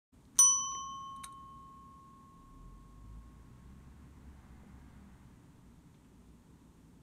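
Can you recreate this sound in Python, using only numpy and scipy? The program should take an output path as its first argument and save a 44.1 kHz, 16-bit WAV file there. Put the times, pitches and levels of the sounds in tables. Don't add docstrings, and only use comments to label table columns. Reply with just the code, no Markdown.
import sys
import numpy as np
from scipy import signal
from scipy.fft import rfft, irfft
from scipy.io import wavfile

SR = 44100
rng = np.random.default_rng(int(sys.argv[2]) if len(sys.argv) > 2 else 0)


def materialize(psi):
    bounded = np.clip(np.atleast_2d(psi).T, -1, 1)
    quanta = np.round(bounded * 32767).astype(np.int16)
    wavfile.write(sys.argv[1], SR, quanta)


N = 309582
TIME = np.arange(N) / SR

# the dome's modes, each with a close twin. The trough of the beat is timed from the strike.
# pitch_hz, level_db, t60_s, split_hz, twin_relative_db, first_trough_s
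DOME_MODES = [(1050.2, -56.5, 5.3, .5, -30, .5), (1085.6, -38.2, 5.66, .5, -35, .5),
              (3059.5, -42, 2.0, 6.9, -5.5, .035), (5955, -17.7, .8, -3.6, -14, .26),
              (9145, -23, .31, 4, -25, .2), (12046, -42, .18, 16, -9, .055),
              (13275, -48, .14, 25, -10, .03), (14152, -34, .11, 12, -18, .05),
              (15167, -46, .12, 10, -18, .05)]


def dome(strike_s=.3896, rise_s=.00028, twin_life=.88):
    t, ring = np.maximum(TIME - strike_s, 0), np.zeros(N)
    for hz, db, t60, split_hz, twin_db, trough_s in DOME_MODES:
        phase = 2 * np.pi * hz * t
        twin_phase = phase + 2 * np.pi * split_hz * (t - trough_s)
        twin = from_db(twin_db) * dying(t, twin_life * t60) * np.sin(twin_phase)
        ring += from_db(db) * (dying(t, t60) * np.sin(phase) - twin)
    return ring * (1 - np.exp(-t / rise_s)) * head_gain()


def head_gain(down_db=2.5, up_db=-.04, dip_db=-1.8, dip_s=.56, dip_width_s=.1):
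    lifted = ramp(start_s=1.14, length_s=.11)
    dip = np.exp(-((TIME - dip_s) / dip_width_s) ** 2)
    return from_db(down_db + (up_db - down_db) * lifted + dip_db * dip)


# frequency_hz, level_db
CRACK_SPECTRUM = [(150, -37.5), (550, -12), (1400, -2.5), (2400, -12), (3200, -5.5), (4200, -2),
                  (5000, -9.5), (6200, 7), (7400, -5.5), (9000, 2), (10400, -14), (14000, -9.5),
                  (15800, -22.5)]
# start_s, level_db
CLAPPER_BLOWS = [(.356, -40), (0.367, -38), (.372, -35.5), (0.3843, -23), (0.389, 0), (0.393, -10.5)]


def clapper(crack_db=-23, crack_t60=.008, shiver_db=-9, shiver_t60=.06):
    out, t = np.zeros(N), TIME[:SR // 4]
    envelope = dying(t, crack_t60) + from_db(shiver_db) * dying(t, shiver_t60)
    for start_s, db in CLAPPER_BLOWS:
        add(out, start_s, from_db(crack_db + db) * envelope * noise(CRACK_SPECTRUM, len(t)))
    return room(out, wet_db=-5.5)


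# pitch_hz, level_db, t60_s
PLUNGER_MODES = [(1377, -10, .06), (1750, -13, .06), (3800, -1, .035), (4150, -3, .02), (5000, -28, .05),
                 (6330, -14, 0.054), (6450, -11.5, 0.032), (7790, -9, .06), (8620, 0, .035),
                 (8900, 6.5, 0.017), (9230, -2, 0.036), (10200, -11, .03), (10930, -7, 0.028),
                 (11500, -8, 0.027)]
# start_s, level_db, attack_s
PLUNGER_CLACKS = [(1.1618, -18.5, .001), (1.2342, -7, 0.0024), (1.2385, -17, 0.0024), (1.2424, 0, 0.00029),
                  (1.3238, -20.5, 0.00091)]


def plunger(ring_db=-42, tick_db=-43, tick_t60=.019):
    out, t = np.zeros(N), TIME[:SR // 4]
    for start_s, db, attack_s in PLUNGER_CLACKS:
        ring = sum(from_db(mode_db) * dying(t, t60) * np.sin(2 * np.pi * (hz * t + rng.random()))
                   for hz, mode_db, t60 in PLUNGER_MODES)
        tick = dying(t, tick_t60) * noise(CRACK_SPECTRUM, len(t))
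        attack = 1 - np.exp(-t / attack_s)
        add(out, start_s, from_db(db) * attack * (from_db(ring_db) * ring + from_db(tick_db) * tick))
    return room(out, wet_db=-8)


# start_s, level_db, centre_hz, t60_s
BLANKET_SCUFFS = [(.253, -67.5, 4100, 0.018), (.358, -59, 1450, 0.037), (0.371, -52.5, 1430, 0.03),
                  (0.713, -69, 3760, 0.033), (.7195, -57, 2700, 0.015), (0.75, -48, 2070, 0.0081),
                  (0.751, -51.5, 535, 0.019), (1.2387, -40.5, 1550, .011), (1.243, -53, 850, 0.043),
                  (3.432, -56, 326, 0.049), (4.633, -59, 450, 0.043), (5.944, -69, 2800, 0.05),
                  (6.046, -70, 2196, .06)]


def scuffs(half_width_octaves=.6):
    out, t, hz = np.zeros(N), TIME[:SR // 4], np.geomspace(20, 20000, 60)
    for start_s, db, centre_hz, t60 in BLANKET_SCUFFS:
        band_db = -20 * np.log10(1 + (np.log2(hz / centre_hz) / half_width_octaves) ** 4)
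        rustle = noise(np.column_stack([hz, band_db]), len(t))
        add(out, start_s, from_db(db) * dying(t, t60) * rustle)
    return room(out, wet_db=-10)


# frequency_hz, level_db
TYRE_SPECTRUM = [(20, 2.5), (55, 4.5), (120, 2.5), (250, -1.5), (450, -15.5), (650, -16.5), (950, -13.5),
                 (1350, -16), (2000, -19), (3000, -28), (5000, -35), (9000, -43)]


def car(top_speed_m_per_s=7.5, closest_s=4.8, distance_m=10, tyres_db=-61, whine_db=-19, whine_focus=3.7):
    drone, firing_phase = engine()
    pace = ramp(start_s=2.03, length_s=1.4)
    road_m = top_speed_m_per_s * np.cumsum(pace) / SR
    nearness = distance_m / np.hypot(distance_m, road_m - np.interp(closest_s, TIME, road_m))
    whine = from_db(whine_db) * nearness ** whine_focus * engine_whine(firing_phase)
    roar = noise(TYRE_SPECTRUM, N) + whine
    hidden_db = -8 * ramp(start_s=5.04, length_s=.86)
    return from_db(hidden_db) * (drone + from_db(tyres_db) * pace * nearness * roar)


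# time_s, firing_hz
ENGINE_REVS = [(2.3, 32.97), (2.42, 34.1), (2.8, 46.32), (3.93, 70.3), (5.24, 65.4), (5.47, 58.56),
               (5.95, 58.4), (6.2, 56.0)]
# centre_hz, width_hz, boost_db
ROOM_BOOMS = [(53.3, 2.8, 4), (67.4, 5.6, 3.5), (106.7, 8, 4), (128, 13, 12), (199.4, 22, 17)]


def engine(wall_db_per_octave=-12, flutter_db=2):
    firing_hz = np.interp(TIME, *np.transpose(ENGINE_REVS)) * (1 + .002 * drift(rate_hz=5))
    phase, drone = 2 * np.pi * np.cumsum(firing_hz) / SR, np.zeros(N)
    for order in (1, 2, 3):
        boom_db = sum(db / (1 + (2 * (order * firing_hz - centre_hz) / width_hz) ** 2)
                      for centre_hz, width_hz, db in ROOM_BOOMS)
        order_db = wall_db_per_octave * np.log2(order) + boom_db + flutter_db * drift(rate_hz=4.1)
        drone += from_db(order_db) * np.sin(order * phase)
    return np.sqrt(2) * throttle_gain() * drone, phase


def throttle_gain(peak_db=-53, ease_s=3.19, eased_db=-7, build_db_per_s=7, fade_db_per_s=2.3):
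    since_ease_s = TIME - ease_s
    swell_db = np.minimum(build_db_per_s * since_ease_s, -fade_db_per_s * since_ease_s)
    drop_db = eased_db * ramp(ease_s, length_s=.048)
    return ramp(start_s=2.27, length_s=.33) * from_db(peak_db + swell_db + drop_db)


def engine_whine(firing_phase, db_per_octave=-5.5):
    orders = np.arange(11, 33)
    gains = from_db(db_per_octave * np.log2(orders / orders[0]))
    return sum(gain * drift(rate_hz=1.9) * np.sin(k * firing_phase) for k, gain in zip(orders, gains))


MOTOR_HARMONICS = [-69, -73.5, -73, -73.5, -75.5, -84]
# frequency_hz, level_db
DRONE_SPECTRUM = [(12, -51.5), (20, -9), (32, -15.5), (59, 0), (75, -2.5), (97, -7), (168, -2), (201, -7.5),
                  (243, -2), (328, -14.5), (441, -17.5), (483, -23.5), (700, -26.5), (910, -60),
                  (1540, -120)]
# frequency_hz, level_db
HISS_SPECTRUM = [(400, -11.5), (650, -10), (900, 6.5), (1400, -3.5), (2500, -8.5), (3700, -9),
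                 (5000, -13.5), (6500, -9), (9500, -10), (10400, -17.5), (12000, -15.5), (15500, -21.5),
                 (16000, -47)]


def room_tone(motor_hz=59, wobble_rad=.5, drone_db=-60, hiss_db=-73):
    phase = 2 * np.pi * motor_hz * TIME
    motor = sum(from_db(db) * np.sin(k * phase + wobble_rad * drift(rate_hz=1.4))
                for k, db in enumerate(MOTOR_HARMONICS, 1))
    drone = from_db(drone_db) * noise(DRONE_SPECTRUM, N)
    return motor + drone + from_db(hiss_db) * noise(HISS_SPECTRUM, N)


# frequency_hz, t60_s
ROOM_DECAY = [(200, 0.29), (1500, 0.15), (5000, 0.11), (9000, 0.087), (15000, .13)]


def room(x, wet_db, predelay_s=.003, density=.1):
    taps = rng.choice([-1., 1.], SR // 2) * (rng.random(SR // 2) < density)
    taps[:round(predelay_s * SR)] = 0
    hz, t, bands = signal.stft(taps, SR, nperseg=256)
    t60 = on_log_axis(ROOM_DECAY, hz)[:, None]
    _, tail = signal.istft(bands * dying(t, t60), SR, nperseg=256)
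    return x + from_db(wet_db) * signal.fftconvolve(x, tail / np.linalg.norm(tail))[:N]


def from_db(db):
    return 10 ** (np.asarray(db) / 20)


def dying(t, t60):
    return np.exp(-np.log(1000) * t / t60)


def ramp(start_s, length_s):
    return np.clip((TIME - start_s) / length_s, 0, 1)


def add(mix, start_s, sound):
    part = mix[round(start_s * SR):][:len(sound)]
    part += sound[:len(part)]


def unit(x):
    return x / np.sqrt(np.mean(x ** 2) + 1e-30)


def on_log_axis(points, hz):
    point_hz, value = np.transpose(points)
    return np.interp(np.log(hz + 1), np.log(point_hz + 1), value)


def noise(spectrum, size):
    gain = from_db(on_log_axis(spectrum, np.fft.rfftfreq(size, 1 / SR)))
    return unit(irfft(rfft(rng.standard_normal(size)) * gain, size))


def drift(rate_hz):
    hz = np.fft.rfftfreq(N, 1 / SR)
    return unit(irfft(rfft(rng.standard_normal(N)) / (1 + (hz / rate_hz) ** 4), N))


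def scene():
    return (dome() + clapper() + plunger() + scuffs() + car() + room_tone())[None]


def record(dry):
    opened = ramp(start_s=.12, length_s=.02)
    lowpass = signal.firwin(511, cutoff=15800, window=("kaiser", 9), fs=SR)
    return signal.oaconvolve(dry * opened, lowpass[None], "same")


dry = scene()
out = record(dry)
materialize(out)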